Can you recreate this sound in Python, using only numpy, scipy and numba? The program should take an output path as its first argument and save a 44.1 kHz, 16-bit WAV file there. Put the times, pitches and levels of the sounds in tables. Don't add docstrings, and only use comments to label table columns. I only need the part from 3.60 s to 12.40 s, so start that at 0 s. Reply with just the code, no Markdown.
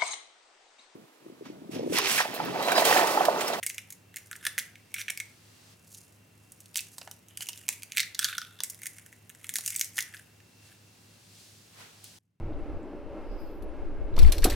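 import sys
import numpy as np
from scipy import signal
from scipy.io import wavfile
from scipy.ndimage import uniform_filter1d
from numba import njit

SR = 44100
rng = np.random.default_rng(int(sys.argv[2]) if len(sys.argv) > 2 else 0)


def dump(signal):
    limited = np.clip(np.atleast_2d(signal).T, -1, 1)
    pcm = np.round(limited * 32767).astype(np.int16)
    wavfile.write(sys.argv[1], SR, pcm)


def linear_from_db(decibels):
    return 10 ** (np.asarray(decibels, float) / 20)


N = 388080
TIME = np.arange(N) / SR
QUIET_S = 8.587
LATE = TIME > QUIET_S


def rms_one(x):
    return x / np.sqrt(np.mean(x ** 2) + 1e-20)


def at_hz(points, hz):
    table_hz, values = np.transpose(points)
    return np.interp(np.log(hz), np.log(table_hz), values)


def band(x, low_hz, high_hz, order=2):
    edges = [low_hz, min(high_hz, .45 * SR)]
    return signal.sosfilt(signal.butter(order, edges, "band", fs=SR, output="sos"), x)


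def resonance(x, hz, width_hz):
    r = np.exp(-np.pi * width_hz / SR)
    return signal.lfilter([1 - r * r, 0, r * r - 1], [1, -2 * r * np.cos(2 * np.pi * hz / SR), r * r], x) / 2


@njit
def moving_resonance(x, hz, r, sr):
    y = np.zeros(len(x))
    for n in range(2, len(x)):
        push = np.sqrt(1 - r[n]) * (x[n] - x[n - 2])
        y[n] = push + 2 * r[n] * np.cos(2 * np.pi * hz[n] / sr) * y[n - 1] - r[n] ** 2 * y[n - 2]
    return y


def grains(shape, per_s, spread_db):
    sizes = linear_from_db(spread_db * np.minimum(rng.exponential(1, shape), 4))
    sizes = sizes * (rng.random(shape) < per_s / SR)
    envelope = signal.lfilter([1], [1, -np.exp(-1 / (0.0019 * SR))], sizes + 1e-18)
    return rms_one(envelope * rng.standard_normal(shape))


def swells(rows):
    power = np.zeros((2, N))
    for top_s, rise_s, fall_s, *db in rows:
        rising, falling = (top_s - TIME) / max(rise_s, 1e-3), (TIME - top_s) / max(fall_s, 1e-3)
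        slope_db = -20 * np.where(TIME < top_s, rising, falling)
        power += linear_from_db(2 * np.maximum(slope_db, -99)) * linear_from_db(2 * np.array(db))[:, None]
    return np.sqrt(power)


def place(out, s, sound, db):
    top = np.sqrt(uniform_filter1d(sound ** 2, size=88).max())
    start = round(s * SR)
    out[start:start + len(sound)] += sound * linear_from_db(db) / top


# frequency in Hz, left-right likeness from 0 to 1.
LIKENESS = [(60, 0.86), (180, 0.95), (550, 0.067), (3000, 0.4), (15000, 0.58)]


def stereo_noise(spectrum, drop):
    out, edges = 0, 25 * 2 ** (np.arange(30) / 3)
    white = rng.standard_normal((2, 2, N))
    for k, (low, high) in enumerate(zip(edges, edges[1:])):
        mid, side = band(white[k % 2], low, high)
        hz = np.sqrt(low * high)
        alike = np.clip(at_hz(LIKENESS, hz), 0, 1)
        gain = linear_from_db(at_hz(spectrum, hz) + LATE * at_hz(drop, hz))
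        out = out + gain * (np.sqrt(1 + alike) * mid + np.sqrt(1 - alike) * side * [[1], [-1]])
    return rms_one(out)


# frequency in Hz, relative level in dB per Hz.
AIR = [(18, -42.5), (30, -25.5), (112, -5.5), (157, -2), (1100, -17.5), (1320, -17.5), (2680, -17.5),
       (3220, -22.5), (6550, -24.5), (16000, -29)]
# frequency in Hz, change in dB.
QUIET_DB = [(60, -19), (150, -12.5), (600, -25.5), (3000, -25.5), (12000, -28.5)]


def air():
    return linear_from_db(-61.5) * stereo_noise(AIR, QUIET_DB)


# a list of pitches in Hz, then of levels in dB before the quiet end.
MOTORS_HZ = [100.4, 104.67]
MOTORS_DB = [-70, -65.5]
# pitch in Hz, width in Hz of one resonance, level in dB before the quiet end.
HUMS = [(83, 14, -75), (172.7, 20, -76), (2699, 5.6, -78), (2734, 5.3, -80)]


def hum():
    out = 0
    for hz, db in zip(MOTORS_HZ, MOTORS_DB):
        tone = np.sin(2 * np.pi * hz * TIME)
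        out = out + rms_one(tone) * linear_from_db(db + LATE * at_hz(QUIET_DB, hz))
    for hz, width_hz, db in HUMS:
        noise = rng.standard_normal(N + SR)
        tone = resonance(resonance(noise, hz, width_hz), hz, width_hz)[SR:]
        out = out + rms_one(tone) * linear_from_db(db + LATE * at_hz(QUIET_DB, hz))
    return out


# start in seconds, hollow pitch in Hz,
# hollow width in Hz, wall ring pitch in Hz, gain of the wall ring in dB.
GRIPS = [(0, 2150, 320, 5870, -2), (.65, 1620, 220, 3400, -6), (.82, 1700, 300, 5200, -8),
         (.97, 1870, 450, 6200, -5), (1.15, 2250, 260, 5770, -2), (2.201, 2720, 300, 4500, -8.5),
         (3.351, 2750, 250, 4700, -4), (3.45, 1650, 400, 2750, 0), (3.5, 3040, 160, 5040, -8),
         (3.86, 2850, 220, 5000, -6), (4.05, 2500, 350, 4700, -8), (4.34, 2250, 450, 3700, -4),
         (4.39, 2010, 280, 3780, -2), (4.57, 1560, 260, 3500, 2), (4.75, 1450, 150, 3450, 3),
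         (4.95, 1650, 300, 3520, 10), (5.021, 2120, 350, 3500, -7.5), (5.3, 1950, 500, 3500, -9),
         (6.04, 2800, 300, 4500, -6.5), (6.095, 2300, 400, 3700, -4), (6.351, 2030, 280, 5050, -2),
         (6.43, 1700, 300, 2500, -6)]


def grip(s):
    start, *columns = np.transpose(GRIPS)
    return np.array(columns)[:, np.clip(np.searchsorted(start, s) - 1, 0, None)]


# (loudest 2 ms, before the low cut and panning).
CRACKS = [(0.0285, -39, -32, -40), (0.0328, -38, -35, -27.5), (0.0641, -35, -33.5, -19.5),
          (0.0948, -49, -61, -33), (0.0992, -36.5, -33, -34.5), (0.1445, -49, -47.5, -38.5),
          (0.181, -35, -32.5, -32.5), (0.3037, -49, -53, -36.5), (0.324, -76.5, -51.5, -38),
          (0.3266, -49.5, -62, -45), (0.5416, -54, -46.5, -49), (0.56, -40, -44, -31.5),
          (0.5674, -43, -37.5, -33), (0.584, -56, -55, -46), (0.7128, -49, -35.5, -33.5),
          (0.729, -41.5, -39, -45.0), (0.754, -53.5, -41.5, -49), (0.7621, -54, -60.0, -41),
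          (0.8272, -52, -46, -52.0), (0.8517, -33, -29.0, -29), (0.8662, -25, -25, -24.5),
          (0.9795, -29.5, -22.5, -27), (0.9856, -34, -26, -22.5), (0.992, -29, -40, -29),
          (1.1547, -53, -46, -61), (1.3412, -36.5, -30, -27.5), (1.363, -57.0, -34, -50.5),
          (1.383, -55, -35.5, -44), (1.4093, -38, -38, -35), (1.4147, -31.5, -38, -43),
          (1.4817, -60, -26.5, -44), (1.4987, -52, -29, -42), (1.5023, -38, -29.5, -28),
          (1.5744, -35, -37.5, -31.5), (1.6006, -34.5, -30, -28.5), (2.317, -58.5, -77.0, -51),
          (2.3465, -46, -57.5, -43.5), (2.9197, -57, -77, -42.5), (3.0039, -53, -63, -44),
          (3.0577, -51, -62, -50), (3.1438, -43, -49, -42), (3.157, -27, -32.5, -27.5),
          (3.1672, -35, -41, -27.5), (3.1726, -35, -42, -23.5), (3.181, -37, -34.5, -32),
          (3.1911, -28.5, -33.5, -32.5), (3.206, -50, -56, -32), (3.382, -39, -65, -37),
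          (3.4136, -41.5, -43.5, -48), (3.4751, -47.5, -46, -46), (3.5125, -41, -50.0, -38),
          (3.684, -59, -60, -48), (3.7728, -46, -41.5, -31.5), (3.8067, -36, -37.5, -36),
          (3.8313, -49.0, -44.5, -40), (3.858, -51.0, -48.5, -44), (3.8688, -48, -43.5, -37),
          (3.8873, -29.5, -32.5, -28.5), (3.9309, -41, -44.5, -44), (3.9751, -45, -57.0, -42.5),
          (4.0818, -31, -34, -30), (4.0888, -24.5, -27, -18), (4.1268, -45, -43, -38),
          (4.2214, -45, -45, -43), (4.232, -39, -40, -36.5), (4.32, -33, -37, -35), (4.3647, -41, -40, -35),
          (4.371, -22.5, -20.0, -22), (4.38, -21, -20, -24), (4.395, -22, -26.5, -36),
          (4.4021, -20.5, -27, -23), (4.4304, -31, -35, -46), (4.5467, -34, -50, -37.5),
          (4.5915, -20.5, -29, -19.5), (4.6127, -38, -57, -44), (4.628, -32, -39, -37),
          (4.644, -16.5, -30.5, -21.5), (4.682, -43, -37, -44), (4.6944, -48.0, -40, -46.0),
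          (4.7275, -43, -30.5, -57), (4.7806, -27.5, -28.5, -31.5), (4.816, -31.5, -34.5, -44),
          (4.989, -50, -55, -57.5), (5.0041, -27, -41.5, -32.5), (5.0351, -33.5, -37.5, -20.5),
          (5.0437, -52, -60, -49), (5.0986, -49.0, -63, -32.5), (5.1454, -50, -60, -41),
          (5.2177, -48, -46, -41), (5.2326, -46, -41, -36.0), (5.2571, -44, -36.5, -30.5),
          (5.2671, -37, -39, -28), (5.3834, -48, -47, -42), (5.4621, -54, -51, -44.5),
          (5.5267, -61.5, -48, -49.5), (5.6945, -59, -52, -41), (5.6991, -59, -46, -45),
          (5.7488, -55, -52.5, -47), (5.8431, -45, -40.5, -39.5), (5.8679, -55, -66, -45),
          (5.8921, -32.5, -35, -25.5), (5.9386, -39, -46, -28.5), (5.9564, -26.5, -30.5, -21),
          (5.9656, -36, -40, -24), (5.9848, -31, -46, -27.5), (6.0081, -41, -48.0, -34),
          (6.0613, -36.5, -41, -23.5), (6.077, -34.5, -37, -23.5), (6.104, -40, -48, -29.0),
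          (6.1094, -53.0, -57.0, -43), (6.131, -50, -43, -37), (6.1515, -39, -41, -38),
          (6.1614, -41, -43.0, -21.5), (6.1851, -42.0, -55, -37.5), (6.1949, -42, -41, -23.5),
          (6.2113, -21, -28.5, -17.5), (6.2446, -46.0, -68, -30.5), (6.2564, -50.0, -66, -43),
          (6.3702, -40, -57, -38), (6.3803, -30, -26.5, -26), (6.3878, -30, -26.5, -27),
          (6.4052, -32.5, -43, -28.5), (6.4241, -37.5, -57, -32), (6.5382, -48.5, -39, -54),
          (6.5434, -54, -42, -55), (6.5675, -45, -61, -56), (6.802, -62, -55.5, -64),
          (8.442, -54, -75, -39)]


def cracks():
    burst_s, crunch_s, crunch_db = 0.00077, 0.0043, -11.5
    hollow_scatter = .02
    out, t = np.zeros(N), np.arange(3500) / SR
    shape = (len(CRACKS), len(t))
    bursts = rng.standard_normal(shape) * np.exp(-t / burst_s) * np.clip(t / 0.00044, 0, 1)
    bursts += linear_from_db(crunch_db) * grains(shape, per_s=1000, spread_db=3.0) * np.exp(-t / crunch_s)
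    splinter_hz = 5800 + 4000 * rng.random((len(CRACKS), 4))
    pitches, widths, rings, rings_db = grip(np.transpose(CRACKS)[0])
    pitches = pitches * (1 + hollow_scatter * rng.standard_normal(len(CRACKS)))
    for row, hz, width_hz, ring_hz, ring_db, burst, pieces in zip(
            CRACKS, pitches, widths, rings, rings_db, bursts, splinter_hz):
        s, wall_db, hollow_db, splinter_db = row
        hollow = resonance(burst, hz, width_hz) + linear_from_db(-33) * burst
        wall = band(burst, 3200, 6200, order=3) + linear_from_db(ring_db) * resonance(burst, ring_hz, 260)
        splinter = burst + sum(resonance(burst, piece, 700) for piece in pieces)
        place(out, s, band(hollow, 0.69 * hz, 3940, order=3), hollow_db)
        place(out, s, wall, wall_db)
        place(out, s, band(splinter, 5800, 15500, order=3), splinter_db)
    return out


# frequency in Hz, seconds to fall by 60 dB.
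ROOM_T60_S = [(1500, 0.43), (10000, 0.25)]


def kitchen(x):
    t, tail = np.arange(SR // 2) / SR, 0
    edges = 400 * 2 ** np.arange(0, 6.1)
    for low, high in zip(edges, edges[1:]):
        decay = linear_from_db(-60 * t / at_hz(ROOM_T60_S, np.sqrt(low * high)))
        side_share = (high / 6400) ** 0.41
        tail = tail + band(rng.standard_normal((2, len(t))), low, high) * decay * [[1], [side_share]]
    mid, side = tail * np.clip(t / 0.0022, 0, 1)
    tail = mid + 0.63 * side * [[1], [-1]]
    tail = tail / np.sqrt(np.sum(tail ** 2) / 2)
    return signal.fftconvolve(x[None], tail, axes=1)[:, :N]


def aftermath():
    after_db = [[-36.5], [-38]]
    settle_s, linger_s, linger_db = 0.0067, 0.087, -25
    s, _, hollow_db, splinter_db = np.transpose(CRACKS)
    power = np.full((2, N), 1e-18)
    swing_db = np.array([hollow_db, splinter_db]) + 30
    power[:, (s * SR).astype(int)] = linear_from_db(2 * (swing_db + after_db))

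    def fade(x, seconds):
        return signal.lfilter([1], [1, -np.exp(-2 / (seconds * SR))], x)

    return fade(power, settle_s) + linear_from_db(2 * linger_db) * fade(power, linger_s)


# loudest moment in seconds, rise and fall in seconds per 20 dB,
# hollow gain in dB, bright gain in dB (before the low cut and panning).
KNEADING = [(.6, 0.098, 0.16, -60.5, -71), (.66, 0.022, .04, -62, -51.5), (.84, 0.037, 0.066, -43, -47.5),
            (1.4, 0.057, 0.037, -35.5, -38), (2.36, 0.19, 0.2, -84, -53), (3.45, 1, 0.26, -82, -60),
            (3.71, 0.03, 0.28, -59.5, -64), (3.82, 0.037, 0.043, -44.5, -40.5),
            (3.96, 0.12, 0.45, -58.5, -55.5), (4.36, 0.06, 0.023, -46, -48), (4.63, 0.063, 0.2, -36, -42.5),
            (4.86, 0.49, 0.04, -53, -61), (5.35, 0.77, .35, -61, -57), (5.82, 0.039, 0.12, -58, -55.5),
            (6.1, 0.24, 0.3, -51, -44.5), (6.37, 0.062, .05, -52, -43), (6.55, 0.09, 0.11, -52.5, -51),
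            (7.12, 0.13, 0.063, -61, -63)]


def crackle():
    hollow_gain, bright_gain = np.sqrt(aftermath() + swells(KNEADING) ** 2)
    hz, width_hz, ring_hz, ring_db = grip(TIME)
    fine = grains(N, per_s=640, spread_db=4.5)
    r = np.exp(-np.pi * width_hz / SR)
    hollow = rms_one(moving_resonance(fine, hz, r, SR))
    overtone = rms_one(moving_resonance(fine, ring_hz, r * r, SR))
    broad = rms_one(band(fine, 1600, 3900))
    body = rms_one(hollow + linear_from_db(-3 + ring_db) * overtone + linear_from_db(-2.5) * broad)
    bright = rms_one(band(fine, 4800, 12060))
    return hollow_gain * body + bright_gain * bright


# loudest moment in seconds, rise and fall in seconds per 20 dB,
# dull gain in dB, bright gain in dB before the cloth catches.
RUSTLE = [(2.13, 1.8, 0.067, -63, -60.5), (7.07, 0.21, 0.17, -66.5, -59.5), (7.5, 2.4, 6.2, -70, -62.5),
          (7.8, 0.3, 0.6, -83, -55), (8.21, 0.11, 0.2, -48.5, -65.5), (8.445, 0.028, 0.2, -76, -51.5),
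          (8.56, 1.05, 0.23, -65, -59)]
# frequency in Hz, relative level in dB per Hz.
RUSTLE_BRIGHT = [(1530, -8.5), (2600, -1), (4350, 5), (9280, -0.5), (15900, -13.5)]


def rustle():
    dull_gain, bright_gain = swells(RUSTLE) * (TIME < QUIET_S)
    catches = np.abs(band(grains(N, per_s=54, spread_db=3.5), 12, 112.6))
    bright_gain = bright_gain * (1 + 0.25 * catches)
    shared, own = rng.standard_normal(N), rng.standard_normal((2, N))
    dull = rms_one(band(shared + 3.6 * own, 390, 3830, order=1))
    bright = stereo_noise(RUSTLE_BRIGHT, [(1, 0), (SR, 0)])
    return dull_gain * dull + bright_gain * bright


# (loudest 2 ms, before panning).
KNOCKS = [(0.867, -44.5), (0.979, -41.5), (1.502, -47), (3.157, -48.5), (3.382, -45), (3.415, -47),
          (3.475, -40), (3.512, -50), (3.806, -49), (3.889, -47), (4.089, -40), (5.004, -42), (5.987, -45),
          (6.38, -41.5)]


def knocks():
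    out, t = np.zeros(N), np.arange(2000) / SR
    noise = rng.standard_normal((len(KNOCKS), len(t)))
    bursts = 0.15 * noise * np.exp(-t / 0.005) + (t == 0)
    for (s, db), burst in zip(KNOCKS, bursts):
        place(out, s, band(burst, 500, 1700), db)
    return out


# time in seconds, left minus right in dB.
HANDS = [(0.0, -1), (3.36, -2.5), (8.8, 1.5)]


def scene():
    low_cut = signal.butter(10, 1256, "high", fs=SR, output="sos")
    shell = signal.sosfilt(low_cut, cracks() + crackle()) + knocks()
    hand_s, left_minus_right_db = np.transpose(HANDS)
    pan_db = np.interp(TIME, hand_s, left_minus_right_db)
    near = shell * linear_from_db(pan_db * [[.5], [-.5]])
    room = linear_from_db(-10) * kitchen(shell) * (TIME < QUIET_S)
    return near + room + rustle() + hum() + air()


def roll_off(x):
    return signal.sosfilt(signal.butter(12, 17150, fs=SR, output="sos"), x)


def record(dry):
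    cut = signal.sosfilt(signal.butter(8, 16500, fs=SR, output="sos"), dry)
    return roll_off(cut)


dry = scene()
out = record(dry)
dump(out)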